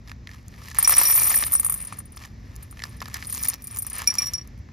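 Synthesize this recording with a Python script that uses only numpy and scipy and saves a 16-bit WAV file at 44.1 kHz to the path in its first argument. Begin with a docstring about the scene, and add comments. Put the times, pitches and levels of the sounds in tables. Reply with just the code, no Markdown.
"""Beads poured from a bag into a bowl

Glass and metal beads slide out of a plastic bag into a bowl standing on grass.
Small metal beads and a larger metal ring chime as decaying modes; knocks on the bowl and snaps of the bag
excite broad resonances; random small contacts rustle and jingle; distant traffic rumbles as shaped noise.
Two microphone ports a little apart hear everything in shifted phase."""
import sys
import numpy as np
from scipy import signal
from scipy.fft import rfft, irfft, next_fast_len
from scipy.io import wavfile

SR = 44100
rng = np.random.default_rng(int(sys.argv[2]) if len(sys.argv) > 2 else 0)


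def wav_out(sig):
    """Save sig, one row per channel (or a flat mono array), as 16-bit PCM at SR to the path in sys.argv[1]."""
    wavfile.write(sys.argv[1], SR, np.round(np.clip(np.atleast_2d(sig).T, -1, 1) * 32767).astype(np.int16))


def how_loud(loudness_db):
    """Turn decibels into a plain amplitude multiplier (0 dB gives 1, 20 dB gives 10)."""
    steps = np.asarray(loudness_db, float) / 20
    return 10 ** steps


N = 208433  # samples

# Far rumble and hiss, relative spectrum: frequency_hz, level_db (per hertz)
AIR_SPECTRUM = [(15, -34.5), (31, -17.5), (55, 0), (120, -4.5), (150, -12), (235, -12.5), (310, -21.5),
                (750, -32.5), (2050, -34), (3100, -44.5), (5700, -40), (7400, -49.5), (9000, -72.5),
                (12500, -57.5), (16000, -73)]
# Likeness of the air noise at the two ports: frequency_hz, likeness (0 to 1)
AIR_LIKENESS = [(40, .997), (100, .99), (300, .85), (700, .45), (1300, .1), (2200, .92), (4000, .99),
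                (7000, .75), (16000, .9)]
# Phase by which the left port leads: frequency_hz, lead_rad
PORT_PHASE = [(0, 0), (300, 0), (450, .2), (1100, .15), (1300, .8), (1400, 2.6), (1520, 3.1), (1650, 3.6),
              (1740, 6.28), (4200, 6.28), (4400, 6.1), (5170, 6.05), (5600, 5.3), (6720, 5.5), (7670, 3.6),
              (8870, 2.9), (10700, .6), (12600, -.2), (14000, -1.8), (14700, -3.1), (17000, -3.1)]
# Level of the left port over the right: frequency_hz, difference_db
PORT_BALANCE = [(180, 0), (450, 3), (1050, 4), (1380, 10), (1550, 0), (1720, -2.6), (2050, -.5),
                (2350, -1.5), (2700, 0)]
# Range in which the echo is filtered out, so that both ports hear nearly the same sound: from_hz, to_hz
ALIKE_HZ = [2600, 5000]

# Stirring of bag and beads, as the level of the dull rustle: time_s, level_db
STIR = [(.04,-76),(.088,-47.5),(.2,-88.5),(.34,-53),(.44,-66.5),(.62,-53),(.82,-38),(.95,-28.5),(1.43,-40),(1.62,-51),(1.94,-52),(2.06,-68),(2.23,-48.5),(2.37,-73),(2.62,-56),(2.7,-64.5),(2.85,-49),(2.95,-58),(3.12,-49),(3.15,-47),(3.3,-45),(3.5,-44),(3.54,-45),(3.57,-56),(3.62,-57),(3.77,-51.5),(3.84,-57.5),(3.96,-41.5),(4.17,-43),(4.22,-40),(4.32,-52),(4.45,-61),(4.72,-103)]
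# Level of the small beads jingling loose in the bowl: time_s, level_db
JINGLE = [(.72,-95),(.78,-68),(.89,-25.5),(1.03,-22),(1.1,-15.5),(1.43,-24),(1.49,-32),(1.76,-36.5),(1.9,-51.5),(2.03,-86),(3.15,-68),(3.3,-39),(3.45,-36.5),(3.6,-75),(3.77,-38.5),(3.96,-74),(4.09,-68),(4.18,-74),(4.27,-36.5),(4.45,-95)]
# Spans in which the ring lies loose among the beads: start_s, end_s
RING_LOOSE = [(.845, 1.45), (3.36, 3.9), (4.075, 4.1)]
# Resonances of the bowl: centre_hz, width_hz, level_db
BOWL_RESONANCES = [(593, 740, -15), (1206, 303, 3), (1613, 257, 0), (2020, 660, -7), (2420, 1400, -30)]
# Resonances of the bright rustle: centre_hz, width_hz, level_db
RUSTLE_RESONANCES = [(4730, 2100, 1.5), (6200, 3300, 1), (7800, 1400, 2), (11800, 6000, -10),
                     (14800, 1300, -6.5)]

# Snaps of the creasing bag: start_s (the snap sounds about 1 ms later), level_db,
# brightness_db (added to all resonances but the lowest)
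SNAPS = [(0.075, -40.5, 1), (0.08, -43.5, 2), (0.095, -35, -1), (0.1153, -29.5, -7), (0.2715, -30.5, -6.5),
         (0.291, -37, -22), (0.313, -40, -2), (0.334, -45.5, 1), (0.539, -42.5, 0), (0.683, -30, -6),
         (0.7134, -33, 5), (0.7461, -31.5, -5), (0.8123, -35.5, -20.5), (0.966, -27.5, -11.5),
         (0.9765, -25, -14), (1.3415, -22.5, -2), (1.393, -42, -6), (1.425, -22.5, -4), (1.4363, -19.5, 2),
         (1.9326, -31.5, -6), (2.1747, -48.5, 15.5), (2.2366, -30, -10), (2.2493, -34, -1),
         (2.7711, -37, -13), (2.792, -24, -23), (2.8005, -33.5, -15), (2.82, -25, -5.5), (2.837, -21.5, 2),
         (3.0036, -33.5, 5), (3.0222, -30.5, 2), (3.056, -31.5, 2), (3.078, -38, 2.5), (3.136, -36, 0),
         (3.142, -35, 2), (3.144, -24, -3), (3.1549, -35, -1.5), (3.166, -29, -9), (3.2245, -27.5, -4),
         (3.247, -37, 7), (3.378, -34.5, 1.5), (3.394, -34.5, -0.5), (3.443, -24.5, -11.5),
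         (3.4521, -24, -11), (3.486, -32.5, -3.5), (3.518, -42, -2), (3.534, -33, 5), (3.914, -50.5, -2),
         (3.9887, -27, -12)]
# Resonances of a snap: centre_hz, width_hz, level_db
SNAP_RESONANCES = [(1730, 610, 16), (3720, 920, 4.5), (4870, 1300, 11), (6200, 4100, -22)]

# Knocks on the bowl: start_s, thud_db, crack_db (both relative to a common gain for each part)
KNOCKS = [(0.1156, -27, -50), (0.482, -50, -35), (0.6186, -34, -40.5), (0.6864, -35, -34.5),
          (0.7471, -21, -27), (0.768, -34, -37), (0.7863, -7, -14.5), (0.805, -37, -29), (0.8276, -15, -43),
          (0.8463, -34, -15), (0.8534, -31, -14), (0.875, -3, -10), (0.895, -1.5, -12), (0.9216, -2, -19.5),
          (0.9257, -7, -20), (0.9567, -15, -29), (0.9695, -10, -10), (0.9791, -15, -20.5), (0.991, -9, -18),
          (1.0063, -16, -19.5), (1.0147, -7, -18.5), (1.0218, -19, -22), (1.0337, -16, -17),
          (1.0393, -15, -19), (1.0666, -34, -21), (1.0883, -10.5, -26), (1.099, -8, -18.5),
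          (1.1105, -14.5, -23), (1.1215, -10.5, -33.5), (1.1332, -27.5, -20.5), (1.1449, -29, -20),
          (1.1531, -15.5, -27), (1.1611, -19, -18.5), (1.1709, -19, -29), (1.1795, -17, -22),
          (1.196, -20, -21), (1.1994, -19, -18), (1.207, -18, -27.5), (1.2174, -12, -27.5),
          (1.2307, -19, -22), (1.2345, -20, -15.5), (1.2504, -17, -25), (1.2686, -18, -22.5),
          (1.2721, -17.5, -20), (1.2962, -15.5, -17.5), (1.3047, -14, -24), (1.3154, -16, -24),
          (1.3288, -17.5, -17.5), (1.348, -14.5, -26), (1.3677, -14, -18), (1.4084, -20, -26.5),
          (1.4247, -6, -31), (1.467, -22.5, -41.5), (1.5303, -20, -25), (1.537, -15.5, -19),
          (1.5462, -24.5, -28.5), (1.5519, -11, -30), (1.5611, -29, -21.5), (1.5962, -16, -31),
          (1.625, -35, -38), (1.6318, -23, -27.5), (1.6468, -18.5, -27.5), (1.6634, -17.5, -29),
          (1.687, -26, -34.5), (1.6977, -17, -24.5), (1.7231, -21.5, -26), (1.7408, -23, -29),
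          (1.7517, -30, -43.5), (1.7612, -28, -45), (1.771, -35, -45), (1.7784, -42, -55),
          (1.8509, -34, -31.5), (1.8559, -36, -47), (1.925, -21, -37.5), (1.9855, -29, -39),
          (1.9908, -32.5, -36), (2.0032, -27, -40), (2.1478, -34.5, -59), (2.171, -20, -32),
          (2.2136, -28, -51), (2.2573, -31, -38), (2.556, -45, -37.5), (2.5626, -40, -31),
          (2.6284, -38, -37.5), (2.6337, -37, -41.5), (2.711, -46, -38), (2.7263, -27.5, -49),
          (2.8537, -22.5, -37.5), (2.9373, -41, -63), (3.0171, -12, -31), (3.0262, -19, -46),
          (3.0579, -21, -40), (3.083, -20, -31), (3.099, -36, -44), (3.1424, -30, -20.5),
          (3.1585, -16, -39), (3.1697, -26, -29), (3.2009, -35, -44), (3.2546, -44, -28),
          (3.3043, -33.5, -27.5), (3.3254, -37.5, -26.5), (3.3419, -32, -24.5), (3.348, -26, -19.5),
          (3.3568, -34, -26), (3.3724, -30, -26.5), (3.3784, -34.5, -23.5), (3.4264, -33.5, -29.5),
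          (3.4358, -26, -14), (3.4473, -29, -22), (3.454, -37.5, -19.5), (3.4613, -42, -20),
          (3.475, -43, -22.5), (3.4859, -18, -19.5), (3.4997, -36.5, -20.5), (3.5402, -33, -23.5),
          (3.5464, -38, -36), (3.6218, -48.5, -34.5), (3.643, -39, -41), (3.671, -41.5, -30.5),
          (3.6778, -40, -31), (3.7107, -44, -37.5), (3.7487, -41.5, -35), (3.7618, -29, -23),
          (3.7711, -23.5, -24.5), (3.778, -34, -31), (3.7875, -35, -28), (3.8219, -36.5, -33.5),
          (3.8284, -35, -32.5), (3.8482, -31, -34.5), (3.8673, -28, -25.5), (3.8996, -42, -29.5),
          (3.931, -41, -29.5), (3.9645, -26.5, -27), (3.975, -30.5, -36.5), (4.0192, -15.5, -25.5),
          (4.0752, -17, -9.5), (4.0838, -30, -27), (4.0922, -25.5, -40), (4.1246, -19.5, -37),
          (4.1408, -25, -25), (4.1536, -18.5, -20.5), (4.1838, -28, -19), (4.2098, -27, -31),
          (4.222, -41, -30.5), (4.2307, -33, -24), (4.263, -43, -27), (4.272, -45, -23.5),
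          (4.3354, -24, -18.5), (4.3764, -32, -38.5), (4.475, -37.5, -36.5), (4.578, -51, -49),
          (4.589, -53, -48), (4.688, -31.5, -63)]
# Resonances of a crack: centre_hz, width_hz, level_db
CRACK_RESONANCES = [(4990, 1430, 1.5), (5670, 3340, 2), (8870, 3100, -0.5), (11500, 2400, -1),
                    (16000, 13000, -4.5)]

# Blows on the larger ring: start_s, level_db
RING_BLOWS = [(0.8468,-12),(0.939,-20),(0.9995,-22.5),(1.056,-17),(1.067,-23),(1.081,-25),(1.099,-22),(1.122,-26),(1.194,-28),(1.24,-30),(1.2685,-32),(1.3217,-29.5),(1.345,-44),(1.3657,-26),(1.409,-36),(1.55,-33),(1.579,-36),(4.074,-8),(4.102,-15.5),(4.1395,-30),(4.1852,-12),(4.22,-16.5),(4.241,-24),(4.2582,-23.5),(4.268,-22.5),(4.282,-24),(4.339,-19),(4.35,-19.5),(4.3811,-26),(4.413,-35.5)]
# Frequencies of the ring modes: pitch_hz
RING_HZ = [5613, 2375, 9951, 15615, 15735]
# Ring modes: struck_db, t60_s (undamped), loss (dB per dB that a blow is softer than a hard one), jingle_db
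RING_MODES = [(3, 0.059, 0, 3), (-14.5, 0.12, 2, -6.5), (-6.5, 0.056, 0.95, -12), (-6.5, 0.03, 4.5, -2),
              (-10.5, 0.03, 1, -1)]

# Blows on the small metal beads: start_s, lowest_mode_db, upper_modes_db
BEAD_BLOWS = [(.786,-9.5,-18.5),(.8271,-14,-18),(0.876,-7.5,-22),(.895,-11.5,-13.5),(0.9063,-13,-20),(.9217,-14,-21),(.966,-18.5,-21),(.9815,-4,-25),(1.0148,-14.5,-28),(1.0335,-23.5,-17.5),(1.053,-17,-22),(1.073,-16.5,-23),(1.1,-22,-17),(1.1075,-22,-14),(1.1432,-24,-22),(1.166,-17,-21),(1.1775,-18,-22.5),(1.1935,-17.5,-27.5),(1.219,-19,-25),(1.2296,-17.5,-25.5),(1.2426,-14.5,-23.5),(1.2541,-16.5,-17.5),(1.2797,-22,-22),(1.2997,-39,-21.5),(1.3566,-47.5,-19.5),(1.4653,-22,-33),(1.521,-22,-20.5),(1.5302,-16.5,-24),(1.5366,-17.5,-16.5),(1.5518,-11.5,-30),(1.5975,-13.5,-23.5),(1.6466,-15.5,-24.5),(1.6638,-16.5,-30.5),(1.697,-17,-21.5),(1.723,-24.5,-25),(1.7407,-21,-26.5),(1.7757,-31,-42),(1.8017,-31,-48),(1.8132,-32,-44),(1.824,-29.5,-46),(1.8492,-33,-47),(1.8715,-30,-49),(1.9263,-36,-65),(1.9693,-45,-55),(1.988,-29,-40),(2.055,-43.5,-56),(2.121,-43,-55.5),(2.162,-41.5,-58.5),(2.627,-40.5,-46.5),(2.7107,-40.5,-49.5),(2.893,-48,-60),(2.968,-47.5,-60),(3.2706,-28.5,-43.5),(3.298,-28,-37),(3.325,-25,-30),(3.3833,-43,-43),(3.4284,-22.5,-33),(3.4474,-25,-34),(3.4842,-16,-19),(3.621,-43,-44),(3.641,-33.5,-41.5),(3.671,-32.5,-37),(3.7108,-34,-51),(3.7706,-31.5,-40),(3.7868,-22.5,-29.5),(3.8219,-26.5,-29.5),(3.8662,-28.5,-34.5),(3.8997,-30.5,-41),(3.9307,-28.5,-43.5),(3.9517,-30,-49),(3.9818,-28.5,-34),(4.0736,-33,-28),(4.1857,-27,-32),(4.2203,-39,-42),(4.336,-34,-52)]
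# Frequencies of the bead modes at pitch ratio 1: pitch_hz
BEAD_HZ = [9275, 13080, 13828]
# Bead modes: struck_db, t60_s (before neighbours damp a struck bead), jingle_db
BEAD_MODES = [(5, .068, 0), (2, .055, -7), (2, .05, -6)]
# The beads that fall later are a little smaller: time_s, pitch_ratio (of the lowest mode)
BEAD_SIZE = [(1.2, 1.0), (1.6, 1.004), (4.0, 1.006)]
# Lead of the third bead mode over the second, changing with the beads that fall: time_s, lead_db
THIRD_LEAD = [(1.2, -1.0), (1.85, 1.5), (2.0, 9), (2.7, -7), (3.2, 8.5)]


def rms_one(x):
    """Normalization: scales a signal to unit rms."""
    return x / np.sqrt(np.mean(x ** 2) + 1e-20)


def at_hz(points, hz):
    """Interpolation along a logarithmic frequency axis."""
    p = np.array(points)
    return np.interp(np.log(hz + 1), np.log(p[:, 0] + 1), p[:, 1])


def in_time(curve):
    """Linear interpolation of a control curve at every sample."""
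    return np.interp(np.arange(N) / SR, *np.transpose(curve))


def drift(rate_hz):
    """Low-pass filtered noise: a slow random wander of unit rms."""
    r = np.exp(-2 * np.pi * rate_hz / SR)
    wander = signal.lfilter([1], [1, -2 * r, r * r], rng.standard_normal(N + SR))
    return rms_one(wander[SR:])


def clicks_at(times_s, sizes):
    """Impulse excitation: places one-sample clicks at the given times."""
    out = np.full(N, 1e-18)
    samples = np.round(np.asarray(times_s) * SR).astype(int)
    np.add.at(out, np.clip(samples, 0, N - 1), sizes)
    return out


def ring(clicks, hz, t60_s):
    """Damped oscillator: a unit click sets a decaying sine of height 1 ringing."""
    r = how_loud(-60 / (t60_s * SR))
    w = 2 * np.pi * hz / SR
    return signal.lfilter([0, np.sin(w)], [1, -2 * r * np.cos(w), r * r], clicks)


def resonate(x, peaks):
    """Parallel resonance: broad band-passes summed with alternating signs."""
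    out = 0
    for k, (hz, width_hz, db) in enumerate(peaks):
        r = np.exp(-np.pi * width_hz / SR)
        zeros = [(1 - r * r) / 2, 0, (r * r - 1) / 2]
        poles = [1, -2 * r * np.cos(2 * np.pi * hz / SR), r * r]
        out = out + (-1) ** k * how_loud(db) * signal.lfilter(zeros, poles, x)
    return out


def grains(per_s, spread_db):
    """Clustered random impacts: clicks of uneven size whose rate wanders, so that they come in clumps."""
    born = rng.random(N) < per_s * how_loud(5.0 * drift(14)) / SR
    largest = 3.5  # in spreads
    size = how_loud(spread_db * np.minimum(rng.exponential(1, N), largest))
    return born * size * rng.choice([-1, 1], N) + 1e-18


def burst(clicks, decay_s):
    """Exponential decay of noise: each click becomes a short dying puff."""
    envelope = signal.lfilter([1], [1, -np.exp(-1 / (decay_s * SR))], clicks)
    return envelope * rng.standard_normal(N)


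def open_air():
    """Partial coherence: far rumble and faint hiss mix shared and opposed noise at the two ports."""
    hz = np.arange(N // 2 + 1) * SR / N
    shared, apart = rfft(rng.standard_normal((2, N))) * how_loud(at_hz(AIR_SPECTRUM, hz))
    alike = np.clip(at_hz(AIR_LIKENESS, hz), 0, 1)
    common = np.sqrt(1 + alike) * shared
    opposed = np.sqrt(1 - alike) * apart
    pair = np.array([irfft(common + opposed, N), irfft(common - opposed, N)])
    return how_loud(-42.5 + 0.97 * drift(3.0)) * rms_one(pair)


def dull_rustle(taps):
    """Modal excitation: every small contact strikes the whole bowl but favours some resonances."""
    favoured = [resonate(taps * how_loud(3.5 * rng.standard_normal(N)), [peak]) for peak in BOWL_RESONANCES]
    return rms_one(sum(favoured))


def bright_rustle(taps):
    """Filtered shot noise: very short puffs at dense contacts excite high resonances."""
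    contacts = grains(1300, spread_db=3.5) + taps
    return rms_one(resonate(burst(contacts, decay_s=0.0006), RUSTLE_RESONANCES))


def bead_jingle():
    """Random excitation of modes: light contacts ring beads of the first size and some smaller ones."""
    beads = sum(how_loud(db) * ring(grains(150, spread_db=3.0), hz, t60_s)
                for hz, (_, t60_s, db) in zip(BEAD_HZ, BEAD_MODES))
    smaller = ring(grains(98, spread_db=3.5), BEAD_HZ[0] * BEAD_SIZE[-1][1], BEAD_MODES[0][1])
    return rms_one(beads + 0.8 * smaller)


def ring_jingle():
    """Contact damping: neighbours shorten the ringing of the lightly tapped ring."""
    damping = .45  # factor on t60
    return rms_one(sum(how_loud(db) * ring(grains(300, spread_db=-1.5), hz, t60_s * damping)
                       for hz, (_, t60_s, _, db) in zip(RING_HZ, RING_MODES)))


def rustle():
    """Superposition of small contacts: dense ones between the blows feed bowl, bag and metal modes."""
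    stir_db = in_time(STIR)
    above_db = stir_db + 45  # over a middle stir of -45 dB
    taps = grains(800, spread_db=4.0)
    dull = how_loud(stir_db) * dull_rustle(taps)
    bright = how_loud(-47.5 + 1.084 * above_db) * bright_rustle(taps)
    beads = how_loud(in_time(JINGLE)) * bead_jingle()
    sample = np.arange(N)
    loose = sum((sample > start_s * SR) & (sample < end_s * SR) for start_s, end_s in RING_LOOSE)
    buried_db = -20 * np.logical_not(loose)
    hoop = how_loud(-47 + .9 * above_db + buried_db) * ring_jingle()
    return dull + bright + beads + hoop


def snaps():
    """Buckling of a film: a click and a very short puff, each snap with its own balance of resonances."""
    delay_s = 0.00097  # constant wait before every snap
    start_s, level_db, bright_db = np.transpose(SNAPS)
    fold_db = 2 * rng.standard_normal((len(start_s), len(SNAP_RESONANCES)))
    out = 0
    for k, peak in enumerate(SNAP_RESONANCES):
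        clicks = clicks_at(start_s + delay_s, how_loud(level_db + fold_db[:, k] + bright_db * (k > 0)))
        puffs = burst(clicks, decay_s=.002)
        out = out + resonate(how_loud(5) * clicks + how_loud(-6.5) * puffs, [peak])
    return out


def knocks():
    """Impact on a shell: the bowl wall thuds for a few cycles, coloured by the spot, under a bright crack."""
    start_s, thud_db, crack_db = np.transpose(KNOCKS)
    spot_db = 2.5 * rng.standard_normal((len(start_s), len(BOWL_RESONANCES)))
    thud = 0
    for k, peak in enumerate(BOWL_RESONANCES):
        blows = clicks_at(start_s, how_loud(thud_db + 19.0 + spot_db[:, k]))
        thud = thud + (-1) ** k * resonate(blows, [peak])
    thud = signal.lfilter(*signal.butter(2, 2600, fs=SR), thud)  # the contact is soft
    chatter = burst(clicks_at(start_s, how_loud(thud_db - 7.5)), decay_s=0.004)
    cracks = clicks_at(start_s, how_loud(crack_db + 9.5))
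    crack = burst(cracks, decay_s=0.00059) + how_loud(-18) * burst(cracks, decay_s=0.004)
    return thud + resonate(chatter, BOWL_RESONANCES) + resonate(crack, CRACK_RESONANCES)


def metal_ring():
    """Bending modes: each blow starts them afresh and chokes what still rang from the one before."""
    hard_blow_db = -11.5
    out, t = np.zeros(N + SR), np.arange(SR // 4) / SR
    hz = np.array(RING_HZ)[:, None]
    mode_db, t60_s, loss, _ = np.transpose(RING_MODES)[:, :, None]
    phases = rng.random((len(RING_BLOWS), len(hz), 1))
    next_blows_s = [row[0] for row in RING_BLOWS[1:]] + [N / SR]
    for (start_s, blow_db), next_s, phase in zip(RING_BLOWS, next_blows_s, phases):
        struck_db = mode_db + blow_db + loss * min(blow_db - hard_blow_db, 0)
        choke_db = -9 * np.clip((t + start_s - next_s) / 0.0015, 0, 1)
        onset = 1 - np.exp(-t / 0.00086)
        fade = how_loud(struck_db - 60 * t / t60_s + choke_db) * onset
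        swing = np.sin(2 * np.pi * (hz * t + phase))
        first = round(start_s * SR) - 30  # the gradual onset begins a little early
        out[first:][:len(t)] += np.sum(fade * swing, axis=0)
    return out[:N]


def small_beads():
    """Modal synthesis: each blow rings one bead, whose mode frequencies scale with its size."""
    out, t = np.zeros(N + SR), np.arange(SR // 5) / SR
    mode_db, t60_s, _ = np.transpose(BEAD_MODES)[:, :, None]
    onset = 1 - np.exp(-t / 0.0001)
    chance = rng.random((len(BEAD_BLOWS), 8))
    for (start_s, low_db, upper_db), c in zip(BEAD_BLOWS, chance):
        # where a bead is struck shifts second and third mode against each other
        lead_db = np.interp(start_s, *np.transpose(THIRD_LEAD)) + 9 * (c[7] - .5)
        struck_db = np.array([[low_db], [upper_db - lead_db / 2], [upper_db + lead_db / 2]])
        ratio = np.interp(start_s, *np.transpose(BEAD_SIZE)) + .003 * (c[6] - .5)
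        hz = np.array(BEAD_HZ) * [ratio, np.sqrt(ratio), np.sqrt(ratio)]
        swing = np.sin(2 * np.pi * (hz[:, None] * t + c[:len(hz), None]))
        grip = 0.83 + 0.094 * c[5]  # neighbours damp each bead differently
        fade = how_loud(mode_db + struck_db - 60 * t / (t60_s * grip)) * onset
        out[round(start_s * SR):][:len(t)] += np.sum(fade * swing, axis=0)
    return out[:N]


def wall_echo(near):
    """Diffuse scattering: a very short noise response of the bowl wall, opposite in sign at the two ports."""
    t = np.arange(400) / SR
    scatter = rng.standard_normal(len(t)) * np.exp(-t / 0.002)
    band_stop = signal.butter(3, ALIKE_HZ, "bandstop", fs=SR, output="sos")
    scatter = signal.sosfilt(band_stop, scatter)
    scatter = scatter / np.sqrt(np.sum(scatter ** 2))
    return how_loud(-24) * signal.fftconvolve(near, scatter)[:N] * [[1], [-1]]


def ports(left, right):
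    """Phase and level difference: the right port is shifted in phase and weaker around one kilohertz."""
    size = next_fast_len(N + 4096)
    hz = np.arange(size // 2 + 1) * SR / size
    phase = np.interp(hz, *np.transpose(PORT_PHASE))
    balance = how_loud(at_hz(PORT_BALANCE, hz))
    shifted = irfft(rfft(right, size) / balance * np.exp(-1j * phase), size)[:N]
    return np.array([left, shifted])


def scene():
    """Superposition: the near sources, their wall scatter and the open air reach both ports."""
    near = rustle() + snaps() + knocks() + metal_ring() + small_beads()
    left, right = near + wall_echo(near) + open_air()
    return ports(left, right)


def band_limit(x):
    """A steep low-pass at the top of the band."""
    return signal.sosfilt(signal.butter(12, 16970, fs=SR, output="sos"), x)


def record(dry):
    """Saturation and band limiting: peaks are rounded and the top is cut."""
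    rounded = .95 * np.tanh(dry / .95)
    low_pass = signal.cheby2(20, 80, 17300, fs=SR, output="sos")
    mix = signal.sosfilt(low_pass, rounded)
    return band_limit(mix)


dry = scene()
out = record(dry)
wav_out(out)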